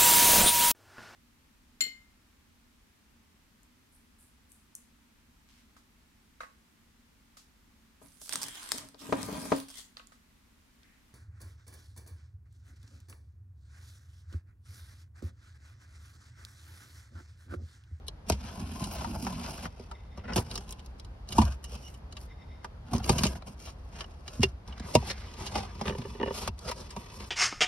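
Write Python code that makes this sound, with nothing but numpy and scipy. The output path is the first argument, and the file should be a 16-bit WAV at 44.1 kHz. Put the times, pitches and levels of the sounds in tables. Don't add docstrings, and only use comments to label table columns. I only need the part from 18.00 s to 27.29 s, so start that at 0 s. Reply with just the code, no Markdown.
import sys
import numpy as np
from scipy import signal
from scipy.fft import rfft, irfft, next_fast_len
from scipy.io import wavfile

SR = 44100
rng = np.random.default_rng(int(sys.argv[2]) if len(sys.argv) > 2 else 0)


def wav_record(signal):
    frames = np.transpose(np.atleast_2d(signal))
    bounded = np.clip(frames, -1, 1)
    quanta = np.round(bounded * 32767).astype(np.int16)
    wavfile.write(sys.argv[1], SR, quanta)


N = 409688
TIME = np.arange(N) / SR
AGE = np.arange(SR // 3) / SR
LEAD_S, TOUCH_S = .015, .025

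# f/Hz, level/dB, t60/s
PANEL_MODES = [(66.9, 1.5, 0.38), (85, -2.5, 0.22), (117.7, -2.5, 0.12), (150.4, -6, 0.12), (202.2, 1, 0.1),
               (233.5, 0, 0.093), (316, -9.5, 0.025)]
# f/Hz, level/dB, t60/s
BOARD_MODES = [(328, -4, 0.022), (385.3, 4, 0.07), (430, -3, 0.025), (491, -2.5, 0.049), (617, -4.5, 0.054),
               (727, 0, 0.014), (870, 2, 0.019), (957, 2.5, 0.062), (1155, -1, 0.029), (1270, -17.5, 0.012),
               (1510, -6, 0.0083)]
# f/Hz, level/dB, t60/s
BLADE_MODES = [(2860, 2, 0.041), (3080, 0, 0.047), (3590, -9, 0.064), (5640, 11, 0.027)]


def seam_pops():
    bursts = [(0.299, 0.0025, -29.5, 6.5, -43, -25.5, 407, 0.81, -14, -24, 96, 0.022, -10),
              (2.359, 0.015, -31.5, 9.5, -37, -28, 340, 1, 1.5, -23.5, 205, 0.017, -3.5),
              (3.3825, 0.009, -34.5, 6.5, -38.5, -27, 825, 0.29, 1, -16, 223, 0.033, -3.5),
              (4.9331, 0.0077, -40.5, 5, -62, -37, 760, 0.47, -3, -24, 203, 0.029, -12),
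              (5.093, 0.007, -27, 3.5, -42, -27, 400, 1, 1.5, -20.5, 155, 0.026, -16),
              (5.2348, 0.0067, -27, 2, -47, -33.5, 910, .7, -3, -24.5, 150, 0.016, -8),
              (6.431, 0.0057, -26, -0.5, -25.5, -28, 372, 0.87, 1.5, -24.5, 135, 0.0058, -20),
              (6.952, 0.0036, -25.5, 5, -31.5, -19.5, 576, 0.41, -1, -17, 166, 0.008, -16),
              (7.555, 0.012, -38, -3, -54, -35.5, 595, 0.64, 0, -33, 134.1, 0.027, -7),
              (8.476, 0.005, -38, 5, -43.5, -35, 760, 0.83, -4, -30.5, 96.1, 0.0065, -33)]
    # f/Hz, level/dB, t60/s
    tape_modes = [(2470, -4, 0.021), (2766, 1.5, 0.033), (3550, -1.5, 0.017), (4770, -2, 0.017)]
    out = np.zeros((2, N))
    for (s, crumble_s, crack, tilt, twang, knock, knock_hz, octaves,
         ring, thump, thump_hz, delay_s, tear_db) in bursts:
        burst = blow(crumble_s, crack, tilt, knock, knock_hz, octaves, ring, thump, thump_hz)
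        tape = ringing(flexed(tape_modes, spread=0.01))
        burst += cabin(strike(crumble(crumble_s, snap=0.75), tape, twang))
        tear = blow(crumble_s=0.0096, crack_db=crack + tear_db, tilt_db=0.7,
                    knock_db=knock + tear_db - 4, knock_hz=knock_hz, octaves=octaves, ring_db=ring,
                    thump_db=thump + tear_db, thump_hz=102)
        add(out, s - LEAD_S, burst)
        add(out, s + delay_s - LEAD_S, tear)
    return out


def tape_cutting():
    # f/Hz, level/dB
    colour = [(1500, -5), (2000, 1), (2800, 5), (3600, -2), (5200, 6), (6500, 2.5), (8500, 0),
              (11000, -3.5), (13000, -6), (15500, -25)]
    # t/s, rasp/dB, weight on the panels/dB, tilt/(dB/octave)
    long_cut = [(0.385, -54.5, 8, -6.5), (0.46, -53, 7.5, -5.5), (0.52, -56.5, 9, 1), (0.6, -56, 15, -2.5),
                (0.69, -53.5, 10, -3), (0.77, -52.5, 10, 7.5), (0.82, -51, 13.5, 5), (0.9, -53, 7, 4),
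                (0.95, -47, 3, 0), (1.06, -53.5, 11, -3), (1.14, -54, 17, 0.5), (1.22, -52, 10, 6),
                (1.31, -50, 12, -2), (1.37, -54.5, 12.5, -2.5), (1.49, -47.5, 3, -0.5), (1.6, -54, 6, -3.5),
                (1.67, -48.5, 8, -5)]
    # start/s, fullest/s, end/s, rasp/dB, weight/dB, tilt/(dB/octave)
    picks = [(0.27, 0.32, 0.39, -47, 11.5, -1.5), (1.68, 1.8, 2.1, -62, 8, -4),
             (2.16, 2.19, 2.23, -56, 17, -8), (2.24, 2.3, 2.44, -46, 11, -9.5),
             (2.355, 2.385, 2.44, -39.5, -3, 4.5), (2.43, 2.53, 2.71, -49.5, 8.5, -1),
             (2.66, 2.71, 2.93, -58.5, 10.5, -0.5), (3.3, 3.38, 3.56, -41.5, 10, -0.5),
             (3.68, 3.74, 3.83, -48.5, 0, 0), (3.8, 3.88, 3.99, -53.5, -25, 3.5),
             (4.19, 4.225, 4.275, -51, -12, 4), (4.85, 5.0, 5.1, -55, 17, -2.5),
             (4.915, 4.95, 5.0, -44.5, 17.5, 3), (5.04, 5.2, 5.39, -39, 9.5, 1.5),
             (5.46, 5.48, 5.55, -48, 5.5, 0), (5.58, 5.67, 5.74, -48, -16, 1), (5.7, 6.15, 6.5, -65, 9, -3),
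             (5.93, 6.0, 6.05, -46.5, 0, -4), (6.26, 6.42, 6.52, -50, 0, -2)]
    blade = friction(snaps_per_s=2400, size_db=4.0, catch_db=3.5, smooth=0.38)
    tape = friction(snaps_per_s=1600, size_db=4.0, catch_db=3.5, smooth=0.61)
    cut = scrape(long_cut, blade, colour, rasp_db=5.0, board_db=2.5, panel_db=5.5, board_hz=520,
                 panel_hz=163, wander_hz=7.1, patchy_db=2.5, lurch_db=2.0, spots=6)
    return cut + strokes(picks, tape, colour, rasp_db=0.5, board_db=-0.5, panel_db=2.5)


def flap_rubbing():
    # f/Hz, level/dB
    colour = [(1500, -8), (2000, 0), (2800, -1.5), (3600, -1), (5200, 5), (6500, 0.5), (8500, -2.5),
              (11000, -6.5), (13000, -8.5), (15500, -47)]
    # t/s, rasp/dB, weight on the panels/dB, tilt/(dB/octave)
    slide = [(6.67, -57, 10.5, -6.5), (6.76, -59.5, 7, -5.5), (7.0, -50, 6, -5.5), (7.3, -59, 8, -6),
             (7.42, -54, 4, -7.5), (7.73, -56, 10, -4), (8.2, -56, 7, -1.5), (8.47, -48, 1, -7),
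             (8.5, -80, 9, 2), (8.58, -64.5, 5, -5), (8.63, -62, -4, 7), (8.87, -58, 3, -1),
             (9.29, -50.5, -1.5, 1.5)]
    # start/s, fullest/s, end/s, rasp/dB, weight/dB, tilt/(dB/octave)
    pushes = [(6.84, 6.935, 6.96, -48.5, 0, 2), (7.05, 7.085, 7.14, -39.5, -15, -1),
              (7.085, 7.105, 7.13, -30, -20, -4), (7.14, 7.21, 7.47, -52.5, -8, -4.5),
              (7.38, 7.46, 7.5, -43, 4, -3.5), (7.51, 7.56, 7.67, -39, 6, -1.5),
              (7.84, 7.89, 7.96, -47.5, 18, 0), (8.325, 8.385, 8.48, -38, -16, 1),
              (8.4, 8.43, 8.49, -42.5, 1, 1), (8.61, 8.68, 8.74, -47, 7, -0.5),
              (8.672, 8.69, 8.74, -34, -1, -2), (8.75, 8.785, 8.88, -46.5, 3, -1.5),
              (8.95, 8.98, 9.1, -56, 9, 9)]
    edges = friction(snaps_per_s=5000, size_db=2.0, catch_db=3.0, smooth=0.91)
    sliding = scrape(slide, edges, colour, rasp_db=1.0, board_db=-0.5, panel_db=4.5)
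    return sliding + strokes(pushes, edges, colour, rasp_db=1.0, board_db=0.5, panel_db=-1.0)


def flap_judder():
    # t/s, ring/dB, crease snap/dB
    slips = [(7.855, -38, -45), (7.861, -46, -47), (7.872, -43, -46), (7.880, -37, -38),
             (7.895, -34.5, -43.5), (7.906, -36, -50), (7.923, -38, -62), (7.949, -38.5, -57),
             (8.017, -47, -53), (8.051, -38, -64), (8.150, -41.5, -72), (8.199, -32.5, -53),
             (8.212, -31, -52), (8.230, -26.5, -48), (8.260, -35, -53), (8.275, -31.5, -53),
             (8.283, -38, -56), (8.306, -33, -67)]
    # f/Hz, level/dB, t60/s
    flap_modes = [(233, -3.5, 0.07), (397, 5, 0.08), (532, 0.5, 0.058), (579.5, -2.5, .05),
                  (870, -5, 0.044), (923, -6.5, 0.03), (1143.5, -11.5, 0.036), (1480, -26, 0.046),
                  (1740, -23, 0.031), (1820, -13.5, 0.048), (2894, -18, 0.08)]
    slip_s = 0.0022
    crease = bending_wave(centre_hz=1680, octaves=1)
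    out = np.zeros(N)
    for s, ring_db, snap_db in slips:
        flap = ringing(flexed(flap_modes, spread=0.014), travel_s=0.00139)
        sound = strike(crumble(slip_s, snap=2.2, grain_db=4.5), flap, ring_db)
        sound += strike(crumble(slip_s, snap=0.98), crease, snap_db + 0.5)
        add(out, s - LEAD_S, sound)
    return out


def box_bumps():
    # t/s, knock/dB, knock f/Hz, thump/dB, thump f/Hz
    bumps = [(0.812, -61, 397, -35.5, 230), (1.045, -41, 1090, -32.5, 128), (1.267, -37, 910, -35, 190),
             (1.655, -44.5, 1520, -36, 129), (1.796, -52, 370, -39.5, 237), (1.913, -46.5, 816, -67, 130),
             (2.175, -50, 600, -48, 199), (2.577, -48.5, 764, -37, 130), (3.391, -57, 400, -18, 90),
             (3.757, -59, 701, -48, 200), (4.645, -43, 1050, -64, 133.3), (4.949, -41, 400, -28.5, 220),
             (5.157, -48, 500, -32, 150), (5.208, -47, 1000, -31, 150), (5.253, -35, 450, -20.5, 135),
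             (5.354, -52, 1201, -46, 130), (6.393, -66, 400.7, -20.5, 130), (6.8, -57, 500, -38, 216),
             (6.84, -64, 500, -36, 130), (7.025, -49.5, 470, -43, 200), (7.812, -36.5, 563, -33.5, 200),
             (7.983, -44, 421, -29, 211), (8.715, -44, 1001, -65, 130), (8.964, -41.5, 650, -37, 165)]
    out = np.zeros((2, N))
    for s, knock, knock_hz, thump, thump_hz in bumps:
        bump = blow(crumble_s=0.006, crack_db=knock - 7.5, tilt_db=1, knock_db=knock, knock_hz=knock_hz,
                    octaves=0.61, ring_db=0, thump_db=thump, thump_hz=thump_hz)
        add(out, s - LEAD_S, bump)
    return out


def blade_ticks(patchy_db=3.5):
    # t/s, crumble/s, level/dB, tilt/(dB/octave)
    snaps = [(0.082, 0.0023, -40, 3.5), (0.839, 0.01, -40.5, 1), (0.924, 0.021, -36, 28),
             (2.334, 0.0023, -42, -4.5), (2.513, 0.0022, -42.5, -1.5), (2.556, 0.0032, -37.5, 4),
             (2.577, 0.0035, -41.5, 1), (2.692, 0.0013, -52.5, 3), (2.708, 0.0029, -46.5, 14.5),
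             (2.725, 0.0015, -45.5, 7), (2.794, 0.0055, -55.5, -2), (2.861, 0.0024, -57, 4),
             (2.998, 0.0019, -52, 2.5), (3.047, 0.0032, -58.5, 3), (3.289, 0.0021, -47, 3),
             (3.323, 0.006, -39, 2.5), (3.452, 0.0026, -47, 3), (3.523, 0.0035, -53, -0.5),
             (3.641, 0.0087, -45.5, 1.5), (3.941, 0.0076, -57.5, 3), (4.125, 0.0034, -52.5, -0.5),
             (4.168, 0.0062, -47.5, -4.5), (4.963, 0.0013, -45, -0.5), (4.982, 0.0017, -46, 3),
             (5.043, 0.0012, -42, 1), (5.182, 0.0078, -32.5, 0.5), (5.19, .002, -39, 0),
             (5.266, 0.0084, -34.5, 0), (5.423, 0.0014, -51.5, -8), (5.672, 0.014, -47.5, -7.5),
             (6.007, 0.0056, -40.5, -5), (6.043, 0.0022, -51, -6.5), (6.279, 0.0049, -44, -0.5),
             (6.677, .003, -56.5, -4.5), (6.724, 0.0039, -52, -11), (6.779, 0.0027, -56, -2),
             (6.797, 0.0038, -49, -3.5), (7.189, .004, -61, -3), (7.284, .003, -60, -5),
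             (7.338, .003, -56, 1), (7.465, 0.01, -40, -0.5), (8.591, 0.0016, -51, 6),
             (8.714, 0.0021, -43.5, 3), (8.905, 0.013, -47.5, 1.5)]
    # f/Hz, level/dB
    colour = [(2000, -10), (2500, -11.5), (2900, 0.5), (3500, -6.5), (4200, -2.5), (5400, -0.5),
              (6500, -4.5), (8500, -9.5), (11000, -14), (15000, -30.5)]
    out = np.zeros(N)
    for s, crumble_s, db, tilt in snaps:
        force = crumble(crumble_s, snap=0.063)
        sound = strike(force, skin(patchy(colour, patchy_db), tilt, edge_hz=620), db)
        sound += strike(force, ringing(BOARD_MODES, centre_hz=1050), db - 12)
        sound += strike(force, ringing(flexed(BLADE_MODES, spread=0.022), travel_s=0), db - 27)
        add(out, s - LEAD_S, sound)
    return out


def blade_singing():
    # start/s, end/s, level/dB
    rubs = [(3.641, 3.78, -63.5), (3.832, 3.89, -58.5)]
    out = np.zeros(N)
    for start, end, db in rubs:
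        span = contact_span(start, end)
        force = touching(TIME[span], start, end) * rng.standard_normal(len(TIME[span]))
        steel = ringing(flexed(BLADE_MODES, spread=0.0082), travel_s=0)
        out[span] += from_db(db) * rms_one(through(force, steel))
    return out


def blow(crumble_s, crack_db, tilt_db, knock_db, knock_hz, octaves, ring_db, thump_db, thump_hz):
    # f/Hz, level/dB
    colour = [(1500, -1), (2000, -3), (2800, -1.5), (3600, -6), (5200, -0.5), (6500, -6), (8500, -10),
              (11000, -18), (13000, -18.5), (15500, -48)]
    snap = 0.0018 / crumble_s
    board = ringing(BOARD_MODES, knock_hz, 1.5 * octaves, travel_s=0.00133)
    panels = ringing(PANEL_MODES, thump_hz, octaves=0.74, travel_s=0.001376)
    crack = strike(crumble(crumble_s, snap), skin(colour, tilt_db, edge_hz=1960), crack_db)
    knock = strike(crumble(crumble_s, 6 * snap), bending_wave(knock_hz, octaves), knock_db)
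    ring = strike(crumble(crumble_s, 5 * snap, grain_db=1.5), board, knock_db + ring_db)
    swing = strike(crumble(crumble_s, 12 * snap), bending_wave(thump_hz, octaves=.45), thump_db - 6)
    boom = strike(crumble(crumble_s, 2.9 * snap, grain_db=1.0), panels, thump_db - 1.5)
    return cabin(crack + knock + ring + swing + boom, lowest_hz=570)


def crumble(decay_s, snap, grain_db=3.0, strain_s=0.027, strain_db=-22.0):
    onset = round(LEAD_S * SR)
    since = AGE - onset / SR
    fibres = rng.standard_normal(len(AGE))
    grains = np.repeat(rng.standard_normal(len(AGE)), 12)[:len(AGE)]
    strain = from_db(strain_db) * np.exp(-abs(since) / strain_s)
    shower = np.exp(-abs(since) / decay_s)
    force = fibres * from_db(grain_db * grains) * np.where(since < 0, strain, shower)
    force[onset] += snap * np.sqrt(np.sum(force ** 2))
    return force


def friction(snaps_per_s, size_db, catch_db, smooth):
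    snaps = (rng.random(N) < snaps_per_s / SR) * rng.choice([-1, 1], N)
    sizes = from_db(size_db * np.minimum(rng.exponential(1, N), 4))
    rub = rms_one(snaps * sizes) + smooth * rng.standard_normal(N)
    return rms_one(rub * from_db(catch_db * drift(55.0)))


def strokes(rows, force, colour, rasp_db, board_db, panel_db, swell_db=8, ease_db=16.5):
    out = np.zeros((2, N))
    for start, fullest, end, db, weight, tilt in rows:
        motion = [(start, db - swell_db, weight, tilt), (fullest, db, weight, tilt),
                  (end, db - ease_db, weight, tilt)]
        out += scrape(motion, force, colour, rasp_db, board_db, panel_db, tilt_spread=1.5, spots=2)
    return out


def scrape(motion, force, colour, rasp_db, board_db, panel_db, board_hz=570, panel_hz=122,
           wander_hz=4.6, tilt_spread=5.5, patchy_db=1.5, lurch_db=1.0, spots=3):
    s, *controls = np.transpose(motion)
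    span = contact_span(s[0], s[-1])
    t = TIME[span]
    level, weight, brightness = [np.interp(t, s, control) for control in controls]
    board_lurch, panel_lurch = [lurch_db * drift(14.6, len(t)) for _ in range(2)]
    board_push = board_db + 0.37 * weight + board_lurch
    panel_push = panel_db + weight + panel_lurch
    gains = [touching(t, s[0], s[-1]) * from_db(level + db) for db in (rasp_db, board_push, panel_push)]
    tilts = brightness.mean() + np.linspace(-tilt_spread, tilt_spread, spots)
    shares = np.exp([drift(wander_hz, len(t)) - ((brightness - tilt) / tilt_spread) ** 2
                     for tilt in tilts])
    shares /= np.sqrt(np.sum(shares ** 2, axis=0))
    out = np.zeros((2, N))
    for share, tilt in zip(shares, tilts):
        fibres = np.roll(force, rng.integers(N))[span]
        paper = skin(patchy(colour, patchy_db), tilt)
        paths = paper, rubbed_board(board_hz), ringing(PANEL_MODES, panel_hz, octaves=1.0)
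        sound = sum(gain * rms_one(through(fibres, path)) for path, gain in zip(paths, gains))
        out[:, span] += cabin(share * sound)
    return out


def skin(colour, tilt_db, edge_hz=1400, size=1024):
    hz = np.arange(size // 2 + 1) * SR / size + 1
    gain = from_db(at_hz(colour, hz) + tilt_db * np.log2(hz / 5000)) / np.hypot(1, (edge_hz / hz) ** 5)
    cepstrum = irfft(np.log(gain + 1e-3))
    cepstrum[1:size // 2] *= 2
    cepstrum[size // 2 + 1:] = 0
    return irfft(np.exp(rfft(cepstrum)))


def rubbed_board(centre_hz, t60_share=0.49):
    damped = [(hz, db, t60 * t60_share) for hz, db, t60 in flexed(BOARD_MODES)]
    ring = at_level(ringing(damped, centre_hz, octaves=1.0), db=0)
    return ring + at_level(bending_wave(centre_hz, octaves=0.92), db=1.5)


def bending_wave(centre_hz, octaves, delay_cycles=1.6):
    hz = np.arange(len(AGE) // 2 + 1) * SR / len(AGE) + 1
    dispersion = np.exp(-2j * np.pi * delay_cycles * np.log(hz))
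    return irfft(bell(hz, centre_hz, octaves) * dispersion, len(AGE))


def ringing(modes, centre_hz=None, octaves=3.5, travel_s=0.00186):
    out = 0
    for hz, db, t60 in modes:
        arrival_s = travel_s * np.sqrt(1000 / hz) * rng.uniform(.6, 1.2)
        age = np.maximum(AGE - arrival_s, 0)
        favour = bell(hz, centre_hz, octaves) if centre_hz else 1
        out += rng.choice([-1, 1]) * favour * from_db(db - 60 * age / t60) * np.sin(2 * np.pi * hz * age)
    return out


def flexed(modes, spread=0.055):
    return [(hz * np.exp(spread * rng.standard_normal()), db, t60) for hz, db, t60 in modes]


def patchy(colour, spread_db):
    return [(hz, db + spread_db * rng.standard_normal()) for hz, db in colour]


def cabin(x, lowest_hz=420, trim_hz=5200, t60_s=0.035, wet_db=0.5):
    _, spectra = diffuse(len(AGE))
    wash = irfft(spectra, len(AGE)) * from_db(-60 * AGE / t60_s) * (AGE > .001)
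    wash /= np.sqrt(np.sum(wash ** 2, axis=1, keepdims=True))
    wash = signal.sosfilt(signal.butter(2, [lowest_hz, trim_hz], "band", fs=SR, output="sos"), wash)
    wet = from_db(wet_db)
    return np.array([x + wet * through(x, side) for side in wash]) / np.hypot(1, wet)


def far_whistle(waver_db=4.5, bend=0.0072):
    # start/s, end/s, level/dB
    whistles = [(1.697, 2.27, -69.5), (4.282, 4.66, -71)]
    # f/Hz, level/dB, t60/s
    modes = [(2064, -1.5, .025), (3680, -7.5, .03), (5240, -8, .014)]
    gain = sum(from_db(db) * touching(TIME, start, end) for start, end, db in whistles)
    tones = rms_one(through(rng.standard_normal(N), ringing(modes, travel_s=0)))
    bent = np.interp(np.cumsum(1 + bend * drift(2.3)), np.arange(N), tones)
    return bent * gain * from_db(waver_db * drift(11))


def outdoors(level_db=-45.5, swell_db=1.0):
    # f/Hz, level/dB
    colour = [(20, -42), (35, -0.5), (55, 4), (72, 1.5), (110, -9.5), (200, -16), (330, -23), (900, -24.5),
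              (1500, -32), (2300, -38), (5000, -43.5), (8000, -56.5), (12000, -56), (16000, -91)]
    hz, spectra = diffuse(N)
    air = irfft(spectra * from_db(at_hz(colour, hz)), N)
    return rms_one(air) * from_db(level_db + swell_db * drift(0.077))


def diffuse(size):
    # f/Hz, level/dB
    scatter = [(70, -36), (150, -15.5), (400, -5), (900, -3.5), (3500, -1.5), (5000, -2), (10000, -6.5)]
    hz = np.arange(size // 2 + 1) * SR / size
    apart = from_db(at_hz(scatter, hz))
    common, own = rfft(rng.standard_normal((2, size)))
    return hz, np.sqrt(1 - apart ** 2) * common + apart * own * [[1], [-1]]


def strike(force, response, db):
    return at_level(through(force, response), db)


def touching(t, start, end):
    return .5 + .5 * np.tanh(2 * np.minimum(t - start, end - t) / TOUCH_S)


def contact_span(start, end):
    return slice(*np.searchsorted(TIME, [start - 2 * TOUCH_S, end + 2 * TOUCH_S]))


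def drift(rate_hz, size=N):
    pole = np.exp(-2 * np.pi * rate_hz / SR)
    return rms_one(signal.lfilter([1], [1, -2 * pole, pole * pole], rng.standard_normal(size + SR)))[SR:]


def bell(hz, centre_hz, octaves):
    return np.exp(-.5 * (np.log2(hz / centre_hz) / octaves) ** 2)


def from_db(db):
    return 10 ** (np.asarray(db) / 20)


def rms_one(x):
    return x / np.sqrt(np.mean(x ** 2) + 1e-20)


def at_level(x, db):
    return x * from_db(db) * np.sqrt(.03 * SR / np.sum(x ** 2))


def at_hz(points, hz):
    known_hz, values = np.transpose(points)
    return np.interp(np.log(hz + 1), np.log(known_hz), values)


def through(x, response):
    return signal.oaconvolve(x, response)[:len(x)]


def add(track, s, sound):
    part = track[..., round(s * SR):][..., :sound.shape[-1]]
    part += sound[..., :part.shape[-1]]


def scene():
    box = seam_pops() + tape_cutting() + flap_rubbing() + box_bumps()
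    judder = cabin(flap_judder(), lowest_hz=680)
    blade = cabin(blade_ticks() + blade_singing())
    return box + judder + blade + far_whistle() + outdoors()


def record(dry, low_cut_hz=42, high_cut_hz=15900):
    # f/Hz, phase/rad
    left_lead = [(0, 0), (950, .4), (2500, -.4), (3800, -.1), (4600, 2.6), (5400, .8), (6600, 2.8),
                 (7600, 3.2), (9700, 6.2), (11400, 6.4), (12600, 9.3), (16000, 12)]
    # f/Hz, level/dB
    balance = [(100, 0.2), (300, -2.5), (700, 0.5), (1400, 2.5), (3000, -0.5), (6000, 0)]
    size = next_fast_len(N + SR)
    hz = np.arange(size // 2 + 1) * SR / size
    sides = np.array([[.5], [-.5]])
    phase = np.exp(1j * np.interp(hz, *np.transpose(left_lead)) * sides)
    gain = from_db(at_hz(balance, hz) * sides)
    pair = irfft(rfft(dry, size) * phase * gain, size)[:, :N]
    pair = signal.sosfilt(signal.butter(4, low_cut_hz, "high", fs=SR, output="sos"), pair)
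    return signal.sosfilt(signal.ellip(10, .2, 80, high_cut_hz, fs=SR, output="sos"), pair)


dry = scene()
out = record(dry)
wav_record(out)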